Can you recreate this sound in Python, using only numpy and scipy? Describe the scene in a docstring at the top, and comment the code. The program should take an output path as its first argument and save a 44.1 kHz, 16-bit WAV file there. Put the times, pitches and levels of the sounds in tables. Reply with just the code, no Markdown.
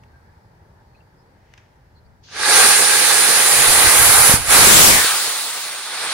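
"""A quiet road, with distant traffic, birds and a few handling ticks. Far up it a toy car lights its
model rocket engines with a fizz and a crackle, races at a hand-held camera, knocks over bumps and speeds
away. Turbulent mixing in the jet radiates a rushing hiss that obeys the inverse-distance law and is
coloured by its direction and by the resonances of two microphone ports. Air buffets the ports as the
camera swings round, and the gain control ducks the pass."""
import sys
import numpy as np
from scipy import signal
from scipy.fft import rfft, irfft
from scipy.io import wavfile
from scipy.ndimage import uniform_filter1d, minimum_filter1d

SR = 44100
rng = np.random.default_rng(int(sys.argv[2]) if len(sys.argv) > 2 else 0)


def file_out(sig):
    """Save sig as 16-bit WAV at sys.argv[1]."""
    # one column per channel
    cols = np.atleast_2d(sig).T
    # limit, then scale
    lim = np.clip(cols, -1, 1)
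    pcm = np.round(lim * 32767).astype(np.int16)
    wavfile.write(sys.argv[1], SR, pcm)


N = 270639
FRAME, HOP = 1024, 256
TIME = np.arange(N) / SR
FRAME_S = np.arange(N // HOP + 5) * HOP / SR
BIN_HZ = np.fft.rfftfreq(FRAME, 1 / SR)


def amp(db):
    """Amplitude ratio of a level in decibels."""
    return 10 ** (np.asarray(db) / 20)


def unit(x):
    """Normalisation to an rms of 1."""
    return x / np.sqrt(np.mean(x ** 2) + 1e-20)


def swell(x, centre, half_width):
    """Gaussian bell of height 1."""
    return np.exp(-((x - centre) / half_width) ** 2)


def within(metres, reach):
    """Smooth window: 1 well inside the reach, 0 well outside."""
    return 1 / (1 + (metres / reach) ** 6)


def follow(rows):
    """Linear interpolation of each level column over time."""
    times, *columns = np.transpose(rows)
    return [np.interp(TIME, times, column) for column in columns]


def colour(points, hz=BIN_HZ):
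    """Spectral envelope in dB, interpolated in log frequency."""
    f, db = np.transpose(points)
    return np.interp(np.log(hz + 1), np.log(f + 1), db)


def bumps(modes, hz=BIN_HZ):
    """Gaussian peaks and dips in dB, with widths taken at half height."""
    return sum(db * 2 ** -((2 * (hz - f) / width) ** 2) for f, width, db in modes)


def add(mix, start_s, sound):
    """Superposition of a short sound on the mix."""
    part = mix[..., round(start_s * SR):][..., :sound.shape[-1]]
    part += sound[..., :part.shape[-1]]


def noise_pair(field_db, coherence):
    """Short-time spectra of two partially coherent noises, left and right."""
    a, b, c, d = rng.standard_normal((4, len(FRAME_S), len(BIN_HZ)))
    left = a + 1j * b
    right = coherence * left + np.sqrt(1 - coherence ** 2) * (c + 1j * d)
    return amp(field_db) * np.array([left, right])


def waveform(spectra):
    """Overlap-add synthesis from short-time spectra."""
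    return signal.istft(spectra.swapaxes(1, 2), nperseg=FRAME, noverlap=FRAME - HOP)[1][:, :N]


def patches(frames, bins):
    """Random field, correlated over patches of time and frequency."""
    white = rng.standard_normal((len(FRAME_S), len(BIN_HZ)))
    return unit(uniform_filter1d(uniform_filter1d(white, frames, 0), bins, 1))


# resonances and dips of each microphone port: f/Hz, width/Hz, gain/dB
LEFT_PORT_MODES = [(1610, 77, 1), (2400, 150, 3), (8000, 330, -9)]
RIGHT_PORT_MODES = [(1190, 1600, -1.5), (2800, 1130, -7), (4080, 2900, 4), (6180, 1760, 3), (9180, 1420, 9),
                    (9960, 1740, 9), (12800, 1800, -3)]

def ports(hz=BIN_HZ):
    """Resonance gives each port its own frequency response, in dB."""
    return np.array([bumps(LEFT_PORT_MODES, hz), bumps(RIGHT_PORT_MODES, hz)])


# spectrum of distant traffic and open air: f/Hz, relative level/dB
TRAFFIC_SPECTRUM = [(15, -45), (25, -15), (48, -17), (84, 0.5), (144, -5.5), (198, -16), (233, -9),
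                    (267, -20.5), (399, -15.5), (919, -21), (1080, -24), (1620, -28.5), (3830, -39.5),
                    (4380, -40.5), (15500, -49)]
# soft bands of leaves and far birds: f/Hz, width/Hz, gain/dB
FOLIAGE_BANDS = [(880, 190, 7), (1750, 790, 6.5), (3360, 900, -1), (4800, 1100, 3.5)]

def street(level_db=-50, ease_db_per_s=1.3, hiss_db=-80, coherent_hz=650, lag_ms=0.24):
    """Far traffic under a faint rustle and hiss; long wavelengths reach both ports coherently."""
    ports_db = ports()
    ports_db[1] *= BIN_HZ < 6000
    field_db = colour(TRAFFIC_SPECTRUM) + bumps(FOLIAGE_BANDS) + patches(frames=20, bins=8)
    coherence = 0.99 / (1 + (BIN_HZ / coherent_hz) ** 2)
    spectra = noise_pair(field_db + ports_db[:, None], coherence)
    spectra[0] *= np.exp(-2j * np.pi * BIN_HZ * lag_ms / 1000)
    rumble = unit(waveform(spectra)) * amp(level_db - ease_db_per_s * TIME)
    return rumble + amp(hiss_db) * rng.standard_normal((2, N))


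# far bird calls: t/s, duration/s, start f/Hz, end f/Hz, level/dB
BIRD_CALLS = [(0.107, 0.11, 1610, 1560, -61), (0.197, 0.16, 1560, 1750, -66), (.92, 0.1, 4280, 4150, -72),
              (0.938, 0.031, 2520, 2560, -63), (0.998, 0.024, 2700, 2740, -63),
              (1.16, 0.083, 4900, 5200, -72), (1.934, 0.085, 4370, 4150, -66),
              (2.036, .05, 4500, 4700, -71)]

def birds(blur=0.041):
    """Gliding whistles; random frequency modulation stands for their blurring by the trees."""
    out = np.zeros((2, N))
    for start_s, duration, start_hz, end_hz, db in BIRD_CALLS:
        n = round(duration * SR)
        waver = unit(uniform_filter1d(rng.standard_normal((2, SR)), size=60))[:, :n]
        hz = np.linspace(start_hz, end_hz, n) * (1 + blur * waver)
        phase = 2 * np.pi * np.cumsum(hz, axis=1) / SR
        add(out, start_s, 2 * amp(db) * np.hanning(n) * np.sin(phase))
    return out


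# handling ticks: t/s, level/dB, T60/s
HANDLING_TICKS = [(.0353, -43, .025), (1.5379, -33, .016), (1.5775, -39, .05)]
# handling rustle around the last two ticks: t/s, level/dB
HANDLING_RUSTLE = [(1.2, -79), (1.5, -64.5), (1.6, -59), (1.7, -68), (2.1, -83), (2.3, -110)]
# spectrum of both: f/Hz, relative level/dB
HANDLING_SPECTRUM = [(500, -14), (1300, -2), (1900, 4.5), (2400, -1), (3100, -3), (4200, -13), (6000, -8.5),
                     (8000, -24), (14000, -46)]

def handling(tail_db=-24, tail_t60=0.15):
    """Dry ticks in a faint rustle: noise bursts with a fast exponential decay and a weak, slower tail."""
    rustle = unit(waveform(noise_pair(colour(HANDLING_SPECTRUM), coherence=0.3)))
    out = amp(follow(HANDLING_RUSTLE)[0]) * rustle
    t = np.arange(16384) / SR
    response = amp(colour(HANDLING_SPECTRUM, np.fft.rfftfreq(len(t), 1 / SR)))
    for start_s, db, t60 in HANDLING_TICKS:
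        white = rng.standard_normal(len(t)) + rng.standard_normal((2, len(t)))  # common + separate
        burst = unit(irfft(rfft(white) * response))
        decay = amp(-60 * t / t60) + amp(tail_db - 60 * t / tail_t60)
        add(out, start_s, amp(db) / 2 * burst * decay)
    return out


# spectrum of turbulence at the ports: f/Hz, relative level/dB
WIND_SPECTRUM = [(15, -28), (35, -1), (65, -1), (100, 5), (170, -12.5), (280, -15), (1500, -75)]
# swells of low rumble at the ports; the later ones, hardest as the camera swings round, are gusts: t/s, half-
# width/s, level/dB, left minus right/dB
WIND_GUSTS = [(2.1, .14, -56, 8), (2.627, 0.13, -48, -14), (3.2, 0.38, -52, -5), (3.594, 0.055, -35.5, -20),
              (3.698, 0.023, -23.5, 5), (3.773, 0.045, -39, 16), (3.87, .025, -33, -21),
              (4.07, 0.096, -26.5, -5.5), (4.204, .04, -26, 0), (4.336, 0.08, -23.5, 2),
              (4.5, 0.037, -29.5, 7), (4.634, 0.07, -16, -2), (4.823, 0.1, -14.5, -2),
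              (4.948, 0.03, -12.5, 0), (5.01, 0.055, -29, 1)]
# single pressure pulses: t/s, peak level/dB, half-width/s
WIND_BUFFETS = [(4.297, -12, 0.001), (4.341, -7, 0.0012)]

def wind():
    """Turbulent pressure is local, so the ports rumble incoherently; two hard buffets strike both."""
    power = sum((amp(db + np.array([[pan_db], [-pan_db]]) / 2) * swell(TIME, centre_s, half_s)) ** 2
                for centre_s, half_s, db, pan_db in WIND_GUSTS)
    spectra = noise_pair(colour(WIND_SPECTRUM) - patches(frames=5, bins=20), coherence=0)
    out = unit(waveform(spectra)) * np.sqrt(power)
    for centre_s, db, half_s in WIND_BUFFETS:
        u = (TIME - centre_s) / half_s
        out += amp(db) * u * np.exp((1 - u ** 2) / 2)
    return out


# modes of the car's light body: f/Hz, relative level/dB, T60/s
BODY_MODES = [(232, -15, .03), (487, 9, 0.044), (730, 9, 0.022), (1230, -9, 0.018), (2300, 0, 0.019)]
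# impacts on bumps in the road: t/s, peak level/dB
ROAD_IMPACTS = [(4.3146, -12), (5.046, -3), (5.279, -16)]

def knocks():
    """Each impact excites the body's damped normal modes, giving a short hollow knock."""
    out, t = np.zeros(N), np.arange(4096) / SR
    ring = sum(amp(db - 60 * t / t60) * np.sin(2 * np.pi * hz * t) for hz, db, t60 in BODY_MODES)
    for start_s, db in ROAD_IMPACTS:
        add(out, start_s, amp(db) * ring / abs(ring).max())
    return out


# the igniter's fizz and the catching propellant's crackle: t/s, fizz level/dB, crackle level/dB
IGNITION_LEVELS = [(2.222, -80, -104), (2.238, -53, -85), (2.29, -48.5, -57), (2.34, -37.5, -51),
                   (2.4, -29, -31), (2.47, -50, -23.5), (2.56, -74, -31), (2.7, -100, -100)]
# spectrum of the fizz: f/Hz, relative level/dB
FIZZ_SPECTRUM = [(1200, -15), (2400, -2), (4500, 3), (6500, -1), (8000, -24), (12000, -32)]
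# sharp spits as the engines catch: t/s, level/dB
IGNITION_SPITS = [(2.4337, -5), (2.4683, -16)]

def ignition(ring_hz=1620, decay_s=0.0011, shocks_per_s=260):
    """A thin fizz, then shot noise: small random shocks, each a steep front with a very short ring."""
    fizz_db, crackle_db = follow(IGNITION_LEVELS)
    t = np.arange(400) / SR
    shock = -np.exp(-t / decay_s) * np.cos(2 * np.pi * ring_hz * t)
    shock = np.convolve(shock, np.hanning(7) / np.hanning(7).sum())  # finite rise time
    sparks = rng.exponential(1, N) * (rng.random(N) < shocks_per_s / SR)
    crackle = amp(crackle_db) * unit(signal.oaconvolve(sparks, shock)[:N])
    for start_s, db in IGNITION_SPITS:
        add(crackle, start_s, amp(db) * shock)
    fizz = amp(fizz_db) * unit(waveform(noise_pair(colour(FIZZ_SPECTRUM), coherence=0.1)))
    return (TIME > IGNITION_LEVELS[0][0]) * (crackle + fizz)


def path(t, pass_s=4.824, speed_m_per_s=14.17, side_m=1.46):
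    """Uniform straight motion: metres past the camera, and distance from it."""
    along = speed_m_per_s * (t - pass_s)
    return along, np.hypot(along, side_m)


LIGHT_S = 2.245  # the jet starts

def burn(t, level_db=20.5, sag_db_per_s=4):
    """Thrust builds, surges, then sags, setting the source level at 1 m and the tilt at 10 kHz, in dB."""
    age = np.maximum(t - LIGHT_S, 0)
    surge_db = 5.76 * swell(t, centre=2.604, half_width=0.15)
    dip_db = -18 * np.exp(-abs((t - 4.432) / 0.075) ** 3.1)  # the hiss dips briefly before the pass
    source_db = level_db - 76.5 * np.exp(-age / 0.091) + surge_db + dip_db - sag_db_per_s * age
    treble_db = -50 * np.exp(-age / 0.12) + 0.17 * surge_db + 0.14 * dip_db  # the treble builds late
    return source_db, treble_db


def roar(along, distance, ahead):
    """Hollow spectral peaks, in dB, that climb as the car nears, broaden close by and fall as it leaves."""
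    close = within(distance, reach=14.4)
    climbing_hz = 1666 + 650 * within(distance, reach=15.4)
    falling_hz = 1080 + 2030 * np.exp(-np.maximum(along, 0) / 2.4)
    far_db = ahead * (1 - close ** 2) * bumps([(climbing_hz, 300, 5.4)])
    close_db = ahead * close * bumps([(1490, 1500, 3.7)])
    sweep_db = swell(along, centre=-2.36, half_width=0.64) * bumps([(370, 490, 2.6)])
    leaving_db = swell(along, centre=2.7, half_width=2.1) * bumps([(falling_hz, 580, 6.5)])
    return far_db + close_db + sweep_db + leaving_db


# jet spectra from far ahead, near ahead, abeam and behind: f/Hz, relative level/dB
JET_FAR = [(60, -24), (200, -17.5), (420, -6.5), (1000, -2.5), (1800, 0.5), (3200, -3.5), (4600, -2.5),
           (6000, -5.5), (7800, -2), (9300, -5.5), (11000, -7.5), (12400, -9), (13500, -15), (15500, -17)]
JET_NEAR = [(60, -23), (270, -11), (480, -4.5), (1000, -2), (1800, -2), (3200, -3.5), (4300, -5.5),
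            (6000, -8), (7800, -3), (9300, -7.5), (11000, -4.5), (12400, -7.5), (13500, -8.5), (15500, -16)]
JET_ABEAM = [(60, -8.5), (200, 0), (420, -1.5), (1000, -0.2), (1800, -1), (3200, -1.5), (4600, -4.5),
             (6000, -2), (7800, 0.5), (9300, -2.5), (11000, -1), (12400, -8), (13500, -4.5), (15500, -8)]
JET_BEHIND = [(60, -33), (270, -16.5), (480, -9.5), (1000, -2), (1800, 1), (3200, -1.5), (4300, -1),
              (6000, -6), (7800, -2.5), (9300, -4.5), (11000, -6), (12400, -9), (13500, -12.5),
              (15500, -6.5)]
# reception from those four aspects:
# left minus right/dB, depth of port colour, share of ripple, left lag/ms, coherence cutoff f/Hz
JET_ASPECTS = [(-4, 0.94, 1.0, 0.068, 2200), (-4, 0.91, 0.35, 0.067, 1840), (-0.1, 0.27, 0.061, 0.02, 120),
               (-1.4, 0.4, 0.26, -0.051, 2700)]
# interference with reflections from the road and the camera's holder: f/Hz, width/Hz, gain/dB
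REFLECTION_RIPPLE = [(198, 44, 2.5), (270, 98, -3.5), (477, 113, 4), (620, 127, -7), (855, 107, 5),
                     (983, 133, -8), (1170, 91, 2), (1460, 160, -2), (1786, 150, -8.5), (3160, 380, -2),
                     (4300, 470, 2)]
# added colour of the right port as the car drives away: f/Hz, width/Hz, gain/dB
RIGHT_PORT_LEAVING = [(2220, 1340, -5.5), (3650, 560, 1), (14000, 1900, -10)]

def jet(eddy_db=1.15, flutter_db=0.3, dull_db_per_m=1.57, bass_coherence=0.96, treble_coherence=0.04):
    """Turbulent mixing noise: directivity sets its colour and spherical spreading its level."""
    along, distance = path(FRAME_S[:, None])
    source_db, treble_db = burn(FRAME_S[:, None])
    abeam = within(along, reach=2.37)
    ahead, behind = (1 - abeam) * (along < 0), (1 - abeam) * (along >= 0)
    near = ahead * within(distance, reach=22.2)
    far = ahead - near
    reception = np.hstack([far, near, abeam, behind]) @ np.array(JET_ASPECTS)
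    pan_db, port_depth, ripple, lag_ms, coherent_hz = reception.T[..., None]

    # the hiss brightens as the car closes in and dulls once it is well past
    bright = swell(along, centre=-8.5, half_width=4.3)
    gone_m = np.maximum(along - 10.3, 0)
    treble_db = treble_db + 3.5 * bright + 0.1 * abeam - dull_db_per_m * gone_m
    field_db = (far * colour(JET_FAR) + near * colour(JET_NEAR)
                + abeam * colour(JET_ABEAM) + behind * colour(JET_BEHIND))
    field_db += treble_db * BIN_HZ / 1e4
    field_db += ripple * bumps(REFLECTION_RIPPLE) + roar(along, distance, ahead)
    field_db += eddy_db * patches(frames=8, bins=28)  # the plume churns

    # the port resonances shift with direction and deepen as the car recedes
    tuning = 1 + 0.018 * bright - 0.02 * behind
    ports_db = (port_depth + 0.052 * gone_m) * ports(BIN_HZ / tuning)
    ports_db[1] += behind * bumps(RIGHT_PORT_LEAVING)
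    heard_db = field_db + ports_db
    coherence = treble_coherence + (bass_coherence - treble_coherence) / (1 + (BIN_HZ / coherent_hz) ** 4)
    spectra = noise_pair(heard_db, coherence)
    spectra[0] *= np.exp(-2j * np.pi * BIN_HZ * lag_ms / 1000)
    spectra /= np.sqrt(np.mean(amp(heard_db) ** 2, axis=2, keepdims=True))  # equal power per frame

    level_db = np.interp(TIME, FRAME_S, (source_db - 20 * np.log10(distance))[:, 0])
    side_db = np.interp(TIME, FRAME_S, pan_db[:, 0]) / 2
    flutter = unit(uniform_filter1d(rng.standard_normal(N), size=700))  # the propellant burns unevenly
    gain = amp(level_db + flutter_db * flutter + np.array([side_db, -side_db]))
    return (TIME > LIGHT_S) * unit(waveform(spectra)) * gain


def gain_control(x, threshold_db=-6.5, ratio=5.9, hold_s=1, recover_db_per_s=54):
    """Compression: the gain drops at once above the threshold, holds, then recovers steadily."""
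    power = abs(uniform_filter1d((x ** 2).mean(0), size=1200))
    cut_db = np.maximum(10 * np.log10(power + 1e-12) - threshold_db, 0) * (1 - 1 / ratio)
    hold = int(hold_s * SR)
    held_db = -minimum_filter1d(-cut_db, hold, origin=(hold - 1) // 2)
    recovery_db = recover_db_per_s * TIME
    return x / amp(np.maximum.accumulate(held_db + recovery_db) - recovery_db)


def scene():
    """Linear superposition of the rocket car, the wind and the quiet road."""
    return jet() + ignition() + knocks() + wind() + street() + handling() + birds()


def record(dry, ceiling=1.03, cutoff_hz=15820):
    """Compression ducks the pass, soft saturation rounds the peaks and a low-pass limits the band."""
    rounded = ceiling * np.tanh(gain_control(dry) / ceiling)
    low_pass = signal.firwin(511, cutoff_hz, window=("kaiser", 9), fs=SR)
    return signal.oaconvolve(rounded, low_pass[None], "same")


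dry = scene()
out = record(dry)
file_out(out)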